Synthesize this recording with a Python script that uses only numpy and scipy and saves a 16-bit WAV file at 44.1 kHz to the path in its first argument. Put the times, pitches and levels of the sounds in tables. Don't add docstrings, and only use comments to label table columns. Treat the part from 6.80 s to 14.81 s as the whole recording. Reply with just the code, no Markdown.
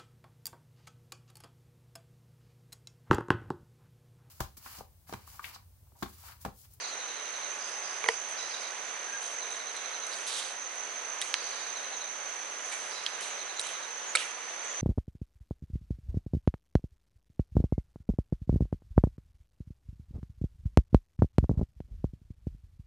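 import sys
import numpy as np
from scipy import signal
from scipy.fft import rfft, irfft, next_fast_len
from scipy.io import wavfile
from scipy.ndimage import map_coordinates

SR = 44100
rng = np.random.default_rng(int(sys.argv[2]) if len(sys.argv) > 2 else 0)


def log_audio(samples):
    frames = np.atleast_2d(samples).T
    limited = np.clip(frames, -1, 1)
    pcm = np.round(limited * 32767).astype(np.int16)
    wavfile.write(sys.argv[1], SR, pcm)


N = 353241


def amp(db):
    return 10 ** (np.asarray(db) / 20)


def unit_rms(x):
    return x / np.sqrt(np.mean(x ** 2) + 1e-20)


def along(points, hz):
    point_hz, values = np.transpose(points)
    return np.interp(np.log(hz + 1), np.log(point_hz + 1), values)


def wobble(rate, size=N):
    knots = rng.standard_normal(int(size * rate / SR) + 4)
    return map_coordinates(knots, [np.arange(size) * rate / SR])


def filtered(x, response):
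    size = next_fast_len(x.shape[-1] + SR // 12)
    return irfft(rfft(x, size) * response(np.fft.rfftfreq(size, 1 / SR)), size)[..., :x.shape[-1]]


def resonance(f, hz, width_hz):
    return (1j * f * width_hz / (hz * hz - f * f + 1j * f * width_hz)) ** 2


def tone(pitch_hz):
    return np.sin(2 * np.pi * np.cumsum(pitch_hz, axis=-1) / SR)


def add(track, start_s, sound):
    part = track[..., round(start_s * SR):][..., :sound.shape[-1]]
    part += sound[..., :part.shape[-1]]


def tree_echo(x, t60, wet_db):
    t = np.arange(SR // 2) / SR
    tail = rng.standard_normal((2, len(t))) * amp(-60 * t / t60) * (1 - np.exp(-t / 0.0017))
    echo = signal.fftconvolve(np.atleast_2d(x) * [[1], [1]], tail / np.linalg.norm(tail[0]), axes=1)
    return x + amp(wet_db) * echo[:, :N]


# frequency in Hz, relative spectral density in dB.
HUSH_SPECTRUM = [(20, -36), (60, -38.5), (140, -26), (300, -13.5), (450, -5.5), (560, -3.5), (800, -3),
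                 (1300, -2.5), (2050, -3.5), (3000, -8), (4300, -11.5), (5400, -15), (7500, -17.5),
                 (11300, -22.5)]
# frequency in Hz, left-right correlation.
HUSH_CORRELATION = [(60, 0.52), (130, 0.76), (270, 0.42), (570, 0.67), (1210, 0.48), (2560, 0.57),
                    (5430, 0.23), (11500, 0.15)]


def hush():
    angle = lambda hz: np.arccos(along(HUSH_CORRELATION, hz)) / 2
    colour = lambda hz: amp(along(HUSH_SPECTRUM, hz)) * [np.cos(angle(hz)), np.sin(angle(hz))]
    mid, side = filtered(rng.standard_normal((2, N)), colour)
    level_db = -41.5 + 0.45 * wobble(4.9)
    return amp(level_db) * unit_rms(np.array([mid + side, mid - side]))


# centre in Hz, width in Hz, relative level in dB.
CHORUS_BANDS = [(6121, 145, 5.5), (6203, 130, 5.5), (5776, 56, -1.5), (6010, 310, -9.5), (7590, 120, -17)]
# time in seconds, far chorus level in dB, near trill level in dB.
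CRICKET_LEVELS = [(0, -41.5, -68), (.5, -43, -48.5), (1.5, -42.5, -47.5), (2.0, -42.5, -54),
                  (2.5, -42.5, -48.5), (3.5, -44, -50.5), (4.5, -42.5, -49), (5.5, -42, -51.5),
                  (6.4, -44, -54), (6.8, -43, -59), (7.3, -43, -74), (7.7, -44, -51), (8.01, -39.5, -58)]


def chorus_and_trill():
    times, *levels = np.transpose(CRICKET_LEVELS)
    far_db, near_db = [np.interp(np.arange(N) / SR, times, level) for level in levels]
    bands = lambda f: sum(amp(db) * resonance(f, hz, width_hz) for hz, width_hz, db in CHORUS_BANDS)
    chorus = filtered(rng.standard_normal((2, N)), bands)
    beat_hz = 28.21
    beats = np.cumsum(beat_hz + .03 * wobble(1.5)) / SR + .2
    in_beat_s = (beats % 1) / beat_hz
    trill, phase_drift = np.zeros(N), 1.7 * wobble(24)
    for start_s, length_s, db in [(0, 0.0095, 1), (.0145, 0.008, -.5)]:
        progress = np.clip((in_beat_s - start_s) / length_s, 0, 1)
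        cycles = length_s * (6290 * progress - 90 * progress ** 2)
        trill += amp(db) * np.sin(np.pi * progress) ** 0.3 * np.sin(2 * np.pi * cycles + phase_drift)
    near = tree_echo(unit_rms(trill) * amp(near_db + 0.61 * wobble(3.82)), t60=0.89, wet_db=-10)
    far = amp(far_db) * unit_rms(chorus * amp(0.76 * np.array([wobble(8.3), wobble(12)])))
    return far + near * amp([[-4], [3]])


# start and length in seconds, centre and width in Hz, level in dB.
BUZZ_BANDS = [(0, 0.12, 4600, 900, -44.5), (0.806, 0.19, 5000, 500, -47.5), (1.034, 0.17, 5030, 500, -47),
              (1.28, 0.11, 5000, 500, -46.5), (1.571, 0.15, 5100, 1100, -46),
              (1.698, .22, 4900, 1000, -46.5), (4.548, 0.41, 4580, 1000, -46.5),
              (6.11, 0.26, 5000, 1010, -48)]


def buzz():
    out = np.zeros((2, N))
    for start_s, length_s, hz, width_hz, db in BUZZ_BANDS:
        t = np.arange(round(length_s * SR)) / SR
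        band = filtered(rng.standard_normal((2, len(t))), lambda f: resonance(f, hz, width_hz))
        envelope = np.sin(np.pi * (t / length_s) ** 0.17) ** 0.32
        add(out, start_s, amp(db) * envelope * unit_rms(band))
    return out


# start in seconds, number of notes, period and note length
# in seconds, opening and held pitch in Hz, level in dB.
CHIRP_SERIES = [(0.005, 12, .681, .052, 7280, 7020, -58), (.08, 3, .648, .05, 7060, 7030, -54),
                (3.8, 7, .671, .062, 6710, 6670, -56)]
# start and length in seconds, opening and held pitch
# in Hz, level in dB, roughness from 0 to 1, left minus right level in dB.
SINGLE_NOTES = [(.8, .03, 7050, 7045, -59, .2, 0), (2.278, 0.023, 1614, 1610, -43, 0.05, 8),
                (2.325, .051, 1610, 1613, -40, .12, 6), (6.754, 0.054, 7170, 7040, -52, 0.3, 0),
                (7.274, 0.047, 6740, 6760, -47.5, 0.35, -6), (7.837, .018, 7950, 7940, -54.5, .1, 0),
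                (7.868, 0.069, 6780, 6750, -51, 0.2, -6)]


def chirps_and_whistles():
    out, chirp_roughness = np.zeros((2, N)), 0.32
    chirps = [(start_s, length_s, opening_hz, held_hz, db + 1.5 * rng.normal(), chirp_roughness, 0)
              for first_s, count, period_s, length_s, opening_hz, held_hz, db in CHIRP_SERIES
              for start_s in first_s + period_s * np.arange(count)]
    for start_s, length_s, opening_hz, held_hz, db, roughness, pan_db in SINGLE_NOTES + chirps:
        t = np.arange(round(length_s * SR)) / SR
        glide_hz = held_hz + (opening_hz - held_hz) * np.exp(-t / .012)
        jitter_hz = 300 * roughness ** 1.5 * wobble(500, len(t))
        envelope = np.sin(np.pi * t / length_s) ** .5 * amp(11 * roughness * wobble(149, len(t)))
        gains = amp([[db + pan_db / 2], [db - pan_db / 2]])
        add(out, start_s, gains * envelope * np.sqrt(2) * tone(glide_hz + jitter_hz))
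    return tree_echo(out, t60=.2, wet_db=-6)


# start and length in seconds, base pitch in Hz, level in dB.
BIRD_SYLLABLES = [(.005, .14, 4020, -53), (1.572, .12, 3860, -50.5), (1.708, .105, 3800, -49),
                  (1.83, .075, 3880, -51.5), (4.548, .07, 3790, -53), (4.64, .06, 3780, -55),
                  (4.715, .075, 3760, -53), (6.113, .09, 3880, -52)]


def bird():
    out = np.zeros(N)
    dive_hz, dive_s, climb_hz_per_s = 1500, .005, 1500
    for start_s, length_s, base_hz, db in BIRD_SYLLABLES:
        t = np.arange(round(length_s * SR)) / SR
        glide_hz = base_hz + dive_hz * np.exp(-t / dive_s) + climb_hz_per_s * t
        jitter_hz = 105 * wobble(260, len(t))
        envelope = np.sin(np.pi * (t / length_s) ** .6) ** .5 * amp(3.5 * wobble(110, len(t)))
        add(out, start_s, amp(db) * unit_rms(envelope * tone(glide_hz + jitter_hz)))
    return tree_echo(out, t60=.3, wet_db=0)


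# start in seconds, number of syllables, period in seconds, level in dB.
RASP_PHRASES = [(.03, 8, 0.0845, -54), (2.612, 9, 0.0866, -54.5), (4.787, 6, .0837, -54.5),
                (6.17, 11, 0.0852, -55.5)]


def rasping_insect():
    out, t = np.zeros(N), np.arange(SR // 12) / SR
    mode_hz, smear_hz, pulse_hz = np.array([[4060], [3775]]), 72, 81
    peak_s, spread_s = np.array([[.016], [.029]]), np.array([[.014], [.018]])
    swells = amp([[1], [-1]]) * np.exp(-((t - peak_s) / spread_s) ** 2)
    for first_s, count, period_s, db in RASP_PHRASES:
        for start_s in first_s + period_s * np.arange(count):
            pulses = (.5 + .5 * np.cos(2 * np.pi * (pulse_hz * t + rng.random()))) ** 1.2 + 0.5
            jitter_hz = smear_hz * np.array([wobble(386, len(t)), wobble(390, len(t))])
            wing = (swells * tone(mode_hz + jitter_hz)).sum(axis=0)
            late_s, accent_db = rng.standard_normal(2) * [.003, 1]
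            add(out, start_s - .008 + late_s, amp(db + accent_db) * unit_rms(pulses * wing))
    return tree_echo(out, t60=0.34, wet_db=0.5)


# frequency in Hz, relative spectral density in dB.
LEAF_SPECTRUM = [(1500, -32), (4000, -8), (6000, -9.5), (8000, -7), (11000, -11)]
# start and length in seconds, crackle and scrape
# levels in dB, scrape centre in Hz.
LITTER_STROKES = [(0.868, 0.07, -54, -60, 3500), (1.287, 0.092, -54, -51, 2350),
                  (1.484, .07, -52.5, -68, 4000), (1.802, .05, -55, -60, 4000),
                  (2.409, 0.16, -50.5, -58, 3000), (2.688, 0.12, -54.5, -66, 4000),
                  (3.237, 0.44, -53.5, -71, 4200), (3.315, 0.043, -55, -50, 4170),
                  (3.465, 0.05, -39, -49, 3550), (3.469, .19, -50, -47, 3750),
                  (3.582, 0.029, -41, -49, 3300), (3.521, 0.049, -43.5, -46, 3840),
                  (3.564, 0.047, -41.5, -49, 3600), (3.613, 0.14, -49, -51, 3700),
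                  (3.9, 0.083, -63, -69, 4000), (4.412, 0.11, -48.5, -53, 2450),
                  (4.608, 0.28, -58, -60, 3000), (5.85, 0.16, -54, -60, 3000),
                  (5.915, 0.06, -46, -46, 2120), (5.961, 0.25, -53.5, -62, 3200),
                  (6.403, 0.12, -47, -54, 3000), (6.829, 0.13, -48.5, -50.5, 3000),
                  (7.358, .12, -44.5, -45, 2200), (7.36, 0.096, -57, -46.5, 3460),
                  (7.382, 0.04, -60, -48, 1400), (7.39, .035, -48, -46, 2900),
                  (7.457, 0.082, -54, -53, 2600)]


def rustles():
    out = np.zeros(N)
    for start_s, length_s, crackle_db, scrape_db, hz in LITTER_STROKES:
        t = np.arange(round(length_s * SR)) / SR
        noise = rng.standard_normal((2, len(t)))
        grains = noise * amp([1.8 * wobble(900, len(t)), 2 * wobble(500, len(t))])
        colour = lambda f: np.array([amp(along(LEAF_SPECTRUM, f)), resonance(f, hz, 0.44 * hz)])
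        crackle, scrape = filtered(grains, colour)
        friction = amp(crackle_db) * unit_rms(crackle) + amp(scrape_db) * unit_rms(scrape)
        envelope = np.sin(np.pi * (t / length_s) ** .45) ** .7 * amp(1.5 * wobble(90, len(t)))
        add(out, start_s, unit_rms(envelope) * friction)
    return out


def ringing(modes, t, attack_s, ratio=1, tilt_db=0, flip=1):
    ring = np.zeros(len(t))
    for k, (hz, db, t60) in enumerate(modes):
        level_db = db + tilt_db * np.log2(hz / 1600) + rng.normal() - 60 * t / t60
        ring += flip ** k * amp(level_db) * np.sin(2 * np.pi * ratio * hz * t)
    return (1 - np.exp(-t / attack_s)) * ring


# frequency in Hz, level in dB, t60 in seconds.
STICK_MODES = [(1000, -3.5, 0.015), (1450, -6, 0.012), (1990, 1.5, 0.011), (3000, -6, 0.007),
               (4300, -9, 0.006), (8900, -14.5, 0.008)]
LOG_MODES = [(453, -9, 0.085), (469, -2, 0.068), (651, -4, 0.045), (870, -4, .035)]
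# start in seconds, level in dB, stick
# pitch ratio, then relative levels of hollow ring, crack and first contact in dB.
STICK_KNOCKS = [(1.2415, -19.5, 1.13, -6, -14, -4), (1.2602, -21.5, 0.99, -3, -18, -20),
                (1.285, -23, 1.09, -20, -11, -2), (1.28765, -8.5, 0.98, -5.5, -10, -1)]


def stick_on_log():
    out, t = np.zeros(N), np.arange(SR // 8) / SR
    for start_s, db, ratio, hollow_db, crack_db, contact_db in STICK_KNOCKS:
        crack = amp(crack_db - 60 * t / 0.0055) * np.diff(rng.standard_normal(len(t) + 1))
        contact = amp(contact_db) * np.exp(-((t - .00013) / .00006) ** 2)
        stick = ringing(STICK_MODES, t, attack_s=0.00048, ratio=ratio)
        log = amp(hollow_db) * ringing(LOG_MODES, t, attack_s=0.012)
        add(out, start_s, amp(db) * (contact + crack + stick + log))
    return out


# start in seconds, tick and body levels in dB, body
# frequency in Hz, t60 in seconds.
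FRACTURES = [(2.4638, -28, -33, 3770, .006), (2.966, -26, -33, 4020, 0.0054), (3.268, -27, -44, 3130, .006),
             (3.3119, -36, -38, 4090, .006), (3.335, -33, -31, 4200, .006), (3.3625, -33, -40, 4000, .005),
             (3.428, -36, -36, 3100, .005), (3.386, -29, -34, 3230, .006), (3.627, -46, -30, 3900, .018),
             (3.9235, -35, -42, 3000, .006), (3.9564, -31, -42, 2700, .006),
             (4.4154, -19, -23, 3400, 0.016), (4.4165, -36, -30, 1900, .01), (4.424, -36, -32, 2000, .012),
             (4.422, -25, -23.5, 3940, .014), (4.449, -24.5, -33, 4470, 0.0054),
             (4.5414, -45, -7, 3250, 0.00077), (4.5412, -50, -25, 1150, .0015),
             (4.543, -40, -26, 1780, 0.0091), (5.9252, -28, -41, 2300, .009),
             (6.2639, -31, -18, 3140, 0.019), (6.264, -43, -29, 6900, .014),
             (6.263, -45, -21.5, 4060, 0.016), (6.41, -25, -33, 2660, .006),
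             (6.7952, -22, -21.5, 3700, 0.018), (6.7968, -40, -27, 4260, .02),
             (6.7957, -45, -23, 7200, .012), (6.804, -40, -22, 8800, 0.013), (6.87, -26, -36, 3500, .008),
             (6.891, -33, -33, 3200, .01), (6.8137, -19.5, -36, 2800, 0.0092),
             (7.3719, -33, -16, 2870, 0.0044)]


def snaps():
    out, t = np.zeros(N), np.arange(SR // 16) / SR
    impulse = np.array([[3], [12]]) * (t == 0)
    for start_s, tick_db, body_db, hz, t60 in FRACTURES:
        width_hz = hz * 0.4 * (.006 / t60) ** 0.48
        burst = (rng.standard_normal((2, len(t))) + impulse) * amp(-60 * t / t60)
        colour = lambda f: np.array([resonance(f, 7100, 8500), resonance(f, hz, width_hz)])
        tick, body = filtered(burst, colour)
        add(out, start_s, amp(tick_db) * tick / abs(tick).max() + amp(body_db) * body / abs(body).max())
    return out


# frequency in Hz, level in dB, t60 in seconds.
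BLADE_MODES = [(503, -26.5, 0.093), (1330, -6, 0.018), (2195, 3.5, 0.0085), (3700, -6, 0.015),
               (4290, -1, 0.017), (7600, -1.5, 0.006), (8700, 2, 0.0048)]
# start in seconds, level in dB, brightness in dB per octave,
# relative grit level in dB.
BLADE_STRIKES = [(7.3518, -14, -5, -20), (7.3531, -14, -3, -2), (7.3544, -21, -3, -3),
                 (7.3571, -18.5, 1, 1), (7.3593, -23, 0, -5)]


def blade_on_stone():
    out, t = np.zeros(N), np.arange(SR // 8) / SR
    for start_s, db, tilt_db, grit_db in BLADE_STRIKES:
        hiss = filtered(rng.standard_normal(len(t)), lambda f: resonance(f, 7700, 6000))
        grit = amp(grit_db + 5 - 60 * t / 0.014) * hiss
        blade = ringing(BLADE_MODES, t, attack_s=0.00036, tilt_db=tilt_db, flip=-1.01)
        add(out, start_s, amp(db) * (blade + grit))
    return out


def scene():
    forest = hush() + chorus_and_trill() + buzz() + chirps_and_whistles() + bird() + rasping_insect()
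    litter = tree_echo(rustles(), t60=0.16, wet_db=-1)
    radiation = lambda f: (1j * f / (1j * f + 200)) ** 3
    impacts = filtered(stick_on_log() + snaps() + blade_on_stone(), radiation)
    return forest + litter + tree_echo(impacts, t60=0.052, wet_db=-11.5)


# frequency in Hz, left minus right level in dB.
PORT_GAIN_MISMATCH = [(60, 0), (170, 0), (490, -2), (1410, -6), (4020, -5.5), (11500, -3.5)]
# frequency in Hz, lead of the left port in radians.
PORT_PHASE_MISMATCH = [(60, 0), (500, .7), (1200, .9), (2200, .58), (4000, .45), (6000, .15), (8000, -.3),
                       (10500, -.7)]


def record(dry):
    half = np.array([[.5], [-.5]])
    edge_hz, shelf_db, limit_hz = 11200, -44, 15000
    gain = lambda hz: amp(half * along(PORT_GAIN_MISMATCH, hz))
    phase = lambda hz: np.exp(1j * half * along(PORT_PHASE_MISMATCH, hz))
    shelf = lambda hz: np.clip((edge_hz - hz) / 140, amp(shelf_db / 2), 1) ** 2
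    return filtered(dry, lambda hz: gain(hz) * phase(hz) * shelf(hz) * (hz < limit_hz))


dry = scene()
out = record(dry)
log_audio(out)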